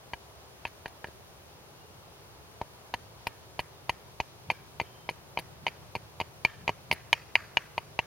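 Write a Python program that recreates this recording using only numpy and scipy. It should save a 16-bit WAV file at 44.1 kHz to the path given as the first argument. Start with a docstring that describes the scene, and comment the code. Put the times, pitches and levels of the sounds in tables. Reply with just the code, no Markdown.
"""A small hatchet, held near its head, shaves a stick on a log in a wood, a pace from a stereo camera.
Over the hum of far traffic and wind in the crowns come four light strokes: each knocks stick, log and
blade while fibres tear, and ground and trunks send it back. A far bird whistles faintly near 0.8 s and
in the pause that follows. From 2.6 s a steady run of strokes quickens; the arm puffs softly and the bird
calls once more near 4.9 s. The hardest clacks land between 6.4 and 7.6 s, over a swollen traffic drone."""
import sys
import numpy as np
from scipy import signal
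from scipy.fft import rfft, irfft, next_fast_len
from scipy.io import wavfile
from scipy.ndimage import uniform_filter1d

SR = 44100
rng = np.random.default_rng(int(sys.argv[2]) if len(sys.argv) > 2 else 0)


def master(y):
    """Save y as 16-bit WAV."""
    cut = np.clip(np.atleast_2d(y).T, -1, 1)
    pcm = np.round(cut * 32767)  # scale
    wavfile.write(sys.argv[1], SR, pcm.astype(np.int16))


N = 355432

# Blade contacts, first bites and the stops just after: start_s, knock_db, clack_db, splinter_db, thud_db
CONTACTS = [(0.134, -25.5, -23, -53, -36), (0.652, -24, -18.5, -56, -36), (0.667, -45, -35, -55, -49),
            (0.675, -55, -39, -50, -51), (0.858, -28.5, -25, -58, -33.5), (0.879, -47, -42, -47, -52),
            (1.043, -30, -25.5, -61, -33.5), (1.071, -50, -43, -54, -42), (1.085, -51, -49, -65, -38),
            (2.614, -21, -31.5, -51, -29), (2.939, -19.5, -20.5, -36.5, -41), (2.943, -31, -25, -56, -35),
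            (3.269, -21.5, -19, -37, -31), (3.592, -19.5, -19, -44, -31.5), (3.599, -36, -26, -41, -39.5),
            (3.894, -16, -15.5, -38, -29.5), (4.201, -17.5, -17.5, -42.5, -29.5),
            (4.501, -15.5, -13.5, -46, -40), (4.51, -31, -28, -45, -41), (4.516, -36, -31, -54, -33),
            (4.799, -18, -17.5, -46, -36), (4.813, -35, -27, -48, -28), (5.09, -21.5, -18, -50, -29.5),
            (5.096, -37, -32, -43.5, -57), (5.109, -53, -41, -58, -36.5), (5.373, -18.5, -19, -55, -32),
            (5.388, -29.5, -26.5, -40, -35), (5.394, -36, -30, -45, -35.5), (5.666, -17.5, -14, -46.5, -35),
            (5.68, -36, -20, -45.5, -35), (5.952, -22, -22.5, -44, -31), (5.962, -35, -31, -54, -32.5),
            (6.201, -20, -21, -41.5, -32), (6.212, -24, -21.5, -51, -28.5), (6.449, -18, -7.5, -34.5, -25),
            (6.678, -19, -13.5, -43.5, -29.5), (6.692, -16.5, -19.5, -47, -23), (6.699, -36, -41, -56, -31),
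            (6.913, -17.5, -8, -38, -37), (6.926, -27.5, -20.5, -33.5, -27.5),
            (7.129, -15, -4, -28.5, -30.5), (7.354, -17.5, -2.5, -36, -36.5),
            (7.57, -16.5, -6.5, -39.5, -29), (7.779, -17.5, -17.5, -48, -33.5),
            (7.99, -16.5, -11.5, -46.5, -27.5)]
# Modes per layer (stick knock, edge clack, crack, splinter, log thud): pitch_hz, level_db, t60_s
LAYER_MODES = [
    [(662, 8, 0.0096), (780, -19, 0.0047), (930, 14, 0.021), (980, -28, 0.017)],
    [(1700, 2.5, 0.011), (2110, -10, 0.0037), (2024, 7.5, 0.016), (2326, 2.5, 0.025), (2436, 16, 0.0085),
     (2800, -28, 0.0073), (2917, 14, 0.0098), (3320, -3, 0.016)],
    [(3690, -3, 0.0073), (4417, -1, 0.01), (4770, -1.5, 0.0071), (5170, -12, 0.0044), (6040, -6.5, 0.0048),
     (6490, -9.5, 0.013), (7060, -13, 0.0069)],
    [(8600, -3, .003), (10260, -1, .007), (11500, -2, .002), (13000, -4, .002), (14600, -3, .002)],
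    [(57.3, -2.5, 0.029), (109, -0.5, 0.043), (169, -14, 0.043), (435, 6.5, 0.012)],
]
# Width and attack of the same five layers: left_minus_right_db, side_share, grit_share, bite_ms
LAYER_VOICING = [(2, 0.033, 0.052, 0.861), (0.5, 0.2, 0.61, 0.915), (-1.7, 0.42, 0.55, 0.41),
                 (3, 0.91, .97, 0.075), (1, 0.16, 0.068, 0.9)]
# How strongly the lowest mode of the clack and of the thud sounds, drifting from stroke to stroke:
# time_s, clack_lift_db, thud_lift_db
LOWEST_MODE_DRIFT = [(.7, 8, 14), (.85, 13.5, 2), (1.1, 23, -8), (4.25, -0.5, 18), (4.5, -2, -19.5)]
# Tone of the scatter off the trunks: frequency_hz, gain_db
TRUNK_TONE = [(500, -22), (1100, 0.5), (1800, 2.5), (2300, 0.5), (3100, -3), (3700, -10), (4800, -7.5),
              (6500, -14.5), (9000, -28.5)]
# Air pushed by the swing: start_s, crest_rms_db
SWING_PUFFS = [(1.869, -59), (4.459, -49.5), (4.722, -55), (5.368, -56), (5.611, -48), (6.601, -48.5),
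               (6.887, -44)]
# Far bird calls: start_s, end_s, pitch_hz, level_db
WHISTLES = [(.8, 1.0, 3280, -77), (1.76, 1.96, 2830, -74), (4.85, 5.08, 3120, -67)]
# Tone of the traffic and wind bed: frequency_hz, relative_density_db
BED_TONE = [(15, -59), (25, -14), (43, -14), (64, -1), (149, -6), (185, -11.5), (263, -14.5), (405, -6.5),
            (439, -9), (560, -10), (936, -11), (1840, -19.5), (2760, -19.5), (4610, -21.5), (16000, -29.5)]
# Stereo image of the bed: frequency_hz, left_right_likeness (-1 to 1)
BED_LIKENESS = [(60, 0.26), (130, 0.82), (290, 0.41), (640, 0.59), (1410, 0.00032), (3100, -0.42),
                (6820, -0.51), (15000, -0.18)]
# Swell of the traffic drone, counted up from its quietest point: time_s, level_db
DRONE_SWELL = [(0.0, -65), (6.87, -58), (8.06, -61)]

CRACK_FROM_CLACK, CRACK_LIFT_DB = 0.5, 0.4  # the crack is part edge, part fibres
TEAR_MS, HARD_FROM_DB, QUICKER_MS_PER_DB = 2.68, -14, 0.18  # a hard clack shortens the tear
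SPLINTER_STRETCH = 1.97  # the finest fibres snap this many times longer
GROUND_MS, GROUND_DB, GROUND_SPREAD_MS = 4.3, -10.5, 3
TRUNKS_DB, TRUNKS_T60_S, TRUNKS_RISE_S = -22, 0.58, 0.0033
SCATTER_FROM_HZ = 1400  # longer waves bend round the thin trunks
THROB_HZ, THROB_DB = 21, 5
BED_DB, BED_PAN_DB = -54, 0.5


def hatchet():
    """Each contact is a short push plus the grit of tearing fibres, rung through five layers of modes."""
    out = np.zeros((2, N + SR))
    t = np.arange(SR // 25) / SR
    push = np.sin(np.pi * np.clip(t / 0.00021, 0, 1))
    push /= np.sqrt(np.sum(push ** 2))
    drift_s, drift_clack_db, drift_thud_db = np.transpose(LOWEST_MODE_DRIFT)
    for start_s, knock, clack, splinter, thud in CONTACTS:
        crack = CRACK_FROM_CLACK * clack + (1 - CRACK_FROM_CLACK) * splinter + CRACK_LIFT_DB
        levels_db = [knock, clack, crack, splinter, thud]
        tear_s = max(TEAR_MS - QUICKER_MS_PER_DB * max(clack - HARD_FROM_DB, 0), .3) / 1000
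        spans_s = [tear_s, tear_s, tear_s, tear_s * SPLINTER_STRETCH, tear_s]
        # few large and many small fibre snaps
        snaps = rng.standard_normal((2, len(t))) * undb(3.5 * rng.exponential(size=len(t)))
        jitters = rng.standard_normal((len(LAYER_MODES), 8, 2))
        clack_lift_db = np.interp(start_s, drift_s, drift_clack_db)
        thud_lift_db = np.interp(start_s, drift_s, drift_thud_db)
        lifts_db = [0, clack_lift_db, 0, 0, thud_lift_db]
        onset = int((start_s - .0003) * SR)  # the bite starts just before it is heard
        layers = zip(LAYER_MODES, LAYER_VOICING, levels_db, jitters, lifts_db, spans_s)
        for modes, voicing, level_db, jitter, lift_db, span_s in layers:
            pan_db, side_share, grit_share, bite_ms = voicing
            grit = snaps * t / span_s * np.exp(-t / span_s * 1.66)
            grit /= np.sqrt(np.sum(grit ** 2) / 2)
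            body = ring(modes, jitter, bite_ms / 1000, lift_db)
            mid = np.convolve((1 - grit_share) * push + grit_share * grit[0], body)
            mid /= np.max(np.abs(mid))
            side = np.convolve(grit[1], body)
            side *= side_share / np.max(np.abs(side))
            pair = np.array([(mid + side) * undb(pan_db / 2), (mid - side) * undb(-pan_db / 2)])
            out[:, onset:onset + len(mid)] -= undb(level_db) * pair
    return out[:, :N]


def ring(modes, jitter, bite_s, lowest_lift_db, detune=.012, uneven_db=2.2):
    """Modes swell as the edge bites, then ring out; each contact weights and tunes them a little anew."""
    t = np.arange(SR // 12) / SR
    hz, db, t60_s = np.transpose(modes)[:, :, None]
    db = db + uneven_db * jitter[:len(modes), 1:] + lowest_lift_db * (hz == hz.min())
    hz = hz * (1 + detune * jitter[:len(modes), :1])
    # wood swallows a ring within a few dozen cycles, steel less
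    t60_s = np.minimum(t60_s, np.where(hz < 3500, 27 / hz, 1))
    tones = np.sin(2 * np.pi * hz * (t - 2 * bite_s))  # in step at the height of the force
    attack = 1 - np.exp(-(t / bite_s) ** 2)
    return attack * np.sum(undb(db) * tones * 1000 ** (-t / t60_s), 0)


def ground_bounce(chops):
    """The rough ground answers each chop with one blurred reflection."""
    t_ms = 1000 * np.arange(SR // 40) / SR
    lateness = (t_ms - GROUND_MS) / GROUND_SPREAD_MS
    smear = rng.standard_normal((1, len(t_ms))) * (lateness > 0) * np.exp(-np.abs(lateness))
    smear /= np.sqrt(np.sum(smear ** 2))
    return undb(GROUND_DB) * signal.fftconvolve(chops, smear, axes=1)[:, :N]


def trunk_scatter(chops):
    """The trunks scatter the chops' treble into a thin tail that builds up and dies away."""
    t = np.arange(SR) / SR
    tail = rng.standard_normal((2, SR)) * undb(3 * wander(150)[:SR])  # single near trunks stand out
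    envelope = (1 - np.exp(-(t / TRUNKS_RISE_S) ** 2)) * 1000 ** (-t / TRUNKS_T60_S)
    tail = (tail + .5 * tail[::-1]) * envelope  # crossfeed narrows the image
    tail = irfft(rfft(tail) * undb(curve_at(np.arange(SR // 2 + 1), TRUNK_TONE)), SR)
    tail *= undb(TRUNKS_DB) / np.sqrt(np.sum(tail ** 2) / 2)
    treble = signal.sosfilt(signal.butter(2, SCATTER_FROM_HZ, "high", fs=SR, output="sos"), chops)
    # every trunk faces another side of the stick, so the sum keeps a blow's strength but not its modes
    send = treble.mean(0, keepdims=True) * rng.choice([-1., 1.], size=N)
    return signal.fftconvolve(send, tail, axes=1)[:, :N]


def arm_swing(rise_s=0.028):
    """Soft low puffs of air as arm and sleeve come down."""
    t = np.arange(N) / SR
    whoosh = signal.sosfilt(signal.butter(2, [90, 190], "band", fs=SR, output="sos"), rng.standard_normal(N))
    envelope = sum(undb(db) * np.exp(-((t - s - rise_s) / rise_s) ** 2) for s, db in SWING_PUFFS)
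    return whoosh / np.std(whoosh) * envelope


def far_bird():
    """Thin one-note whistles that pulse, and waver with the distance."""
    t, out = np.arange(N) / SR, 0
    for start_s, end_s, pitch_hz, level_db in WHISTLES:
        gate = np.clip(np.minimum(t - start_s, end_s - t) / 0.01, 0, 1)
        wavering_hz = pitch_hz * (1 + .003 * wander(40))
        tone = np.sin(2 * np.pi * np.cumsum(wavering_hz) / SR)
        throb_db = THROB_DB * np.sin(2 * np.pi * THROB_HZ * (t - start_s))
        out += undb(level_db + 3 * wander(30) + throb_db) * gate * tone
    return out


def traffic_and_wind(flicker_db=.7, drone_hz=128):
    """A bed of far noise: each octave flickers on its own, and the traffic drone's octave swells."""
    size = next_fast_len(N)
    hz = np.arange(size // 2 + 1) * SR / size
    likeness = np.clip(curve_at(hz, BED_LIKENESS), -.95, .95)
    noise = rfft(rng.standard_normal((2, size))) * undb(curve_at(hz, BED_TONE))
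    mid, side = noise * np.sqrt([1 + likeness, 1 - likeness])
    spectrum = np.array([mid + side, mid - side]) * undb(BED_DB) / np.std(irfft(mid, size))
    time_s, drone_db = np.transpose(DRONE_SWELL)
    swell_db = np.interp(np.arange(N) / SR, time_s, drone_db - np.min(drone_db))
    out = 0
    for centre_hz in 32 * 2 ** np.arange(10):
        band = np.cos(np.pi / 2 * np.clip(np.log2((hz + 1) / centre_hz), -1, 1)) ** 2
        ride_db = flicker_db * wander(21) + swell_db * (centre_hz == drone_hz)
        out += undb(ride_db) * irfft(spectrum * band, size)[:, :N]
    return out * undb(np.array([[BED_PAN_DB], [-BED_PAN_DB]]) / 2)


def undb(db):
    """Gain of a dB value."""
    return 10 ** (np.asarray(db) / 20)


def curve_at(hz, table):
    """Read a curve of frequency_hz, value points on a log-frequency axis."""
    points_hz, values = np.transpose(table)
    return np.interp(np.log(hz + 1), np.log(points_hz + 1), values)


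def wander(rate_hz):
    """Smooth random modulation: sample-and-hold, slewed twice; spread near 1."""
    hold = int(SR / rate_hz)
    steps = np.repeat(rng.standard_normal(N // hold + 1), hold)
    return uniform_filter1d(uniform_filter1d(steps, hold), hold)[:N]


def scene():
    """Chops up front, their echoes and the swing around them, the bed and the bird behind."""
    chops = hatchet()
    echoes = ground_bounce(chops) + trunk_scatter(chops)
    return chops + echoes + arm_swing() + traffic_and_wind() + far_bird()


def record(dry, dip_hz=7690, dip_width_hz=1100, dip_depth=0.67, top_hz=15900):
    """The camera body dulls one treble band; the deepest bass and the very top are cut."""
    low_cut = signal.sosfilt(signal.butter(1, 40, "high", fs=SR, output="sos"), dry)
    dip_band = signal.lfilter(*signal.iirpeak(dip_hz, dip_hz / dip_width_hz, fs=SR), low_cut)
    high_cut = signal.ellip(10, .2, 60, top_hz, fs=SR, output="sos")
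    return signal.sosfilt(high_cut, low_cut - dip_depth * dip_band)


dry = scene()
out = record(dry)
master(out)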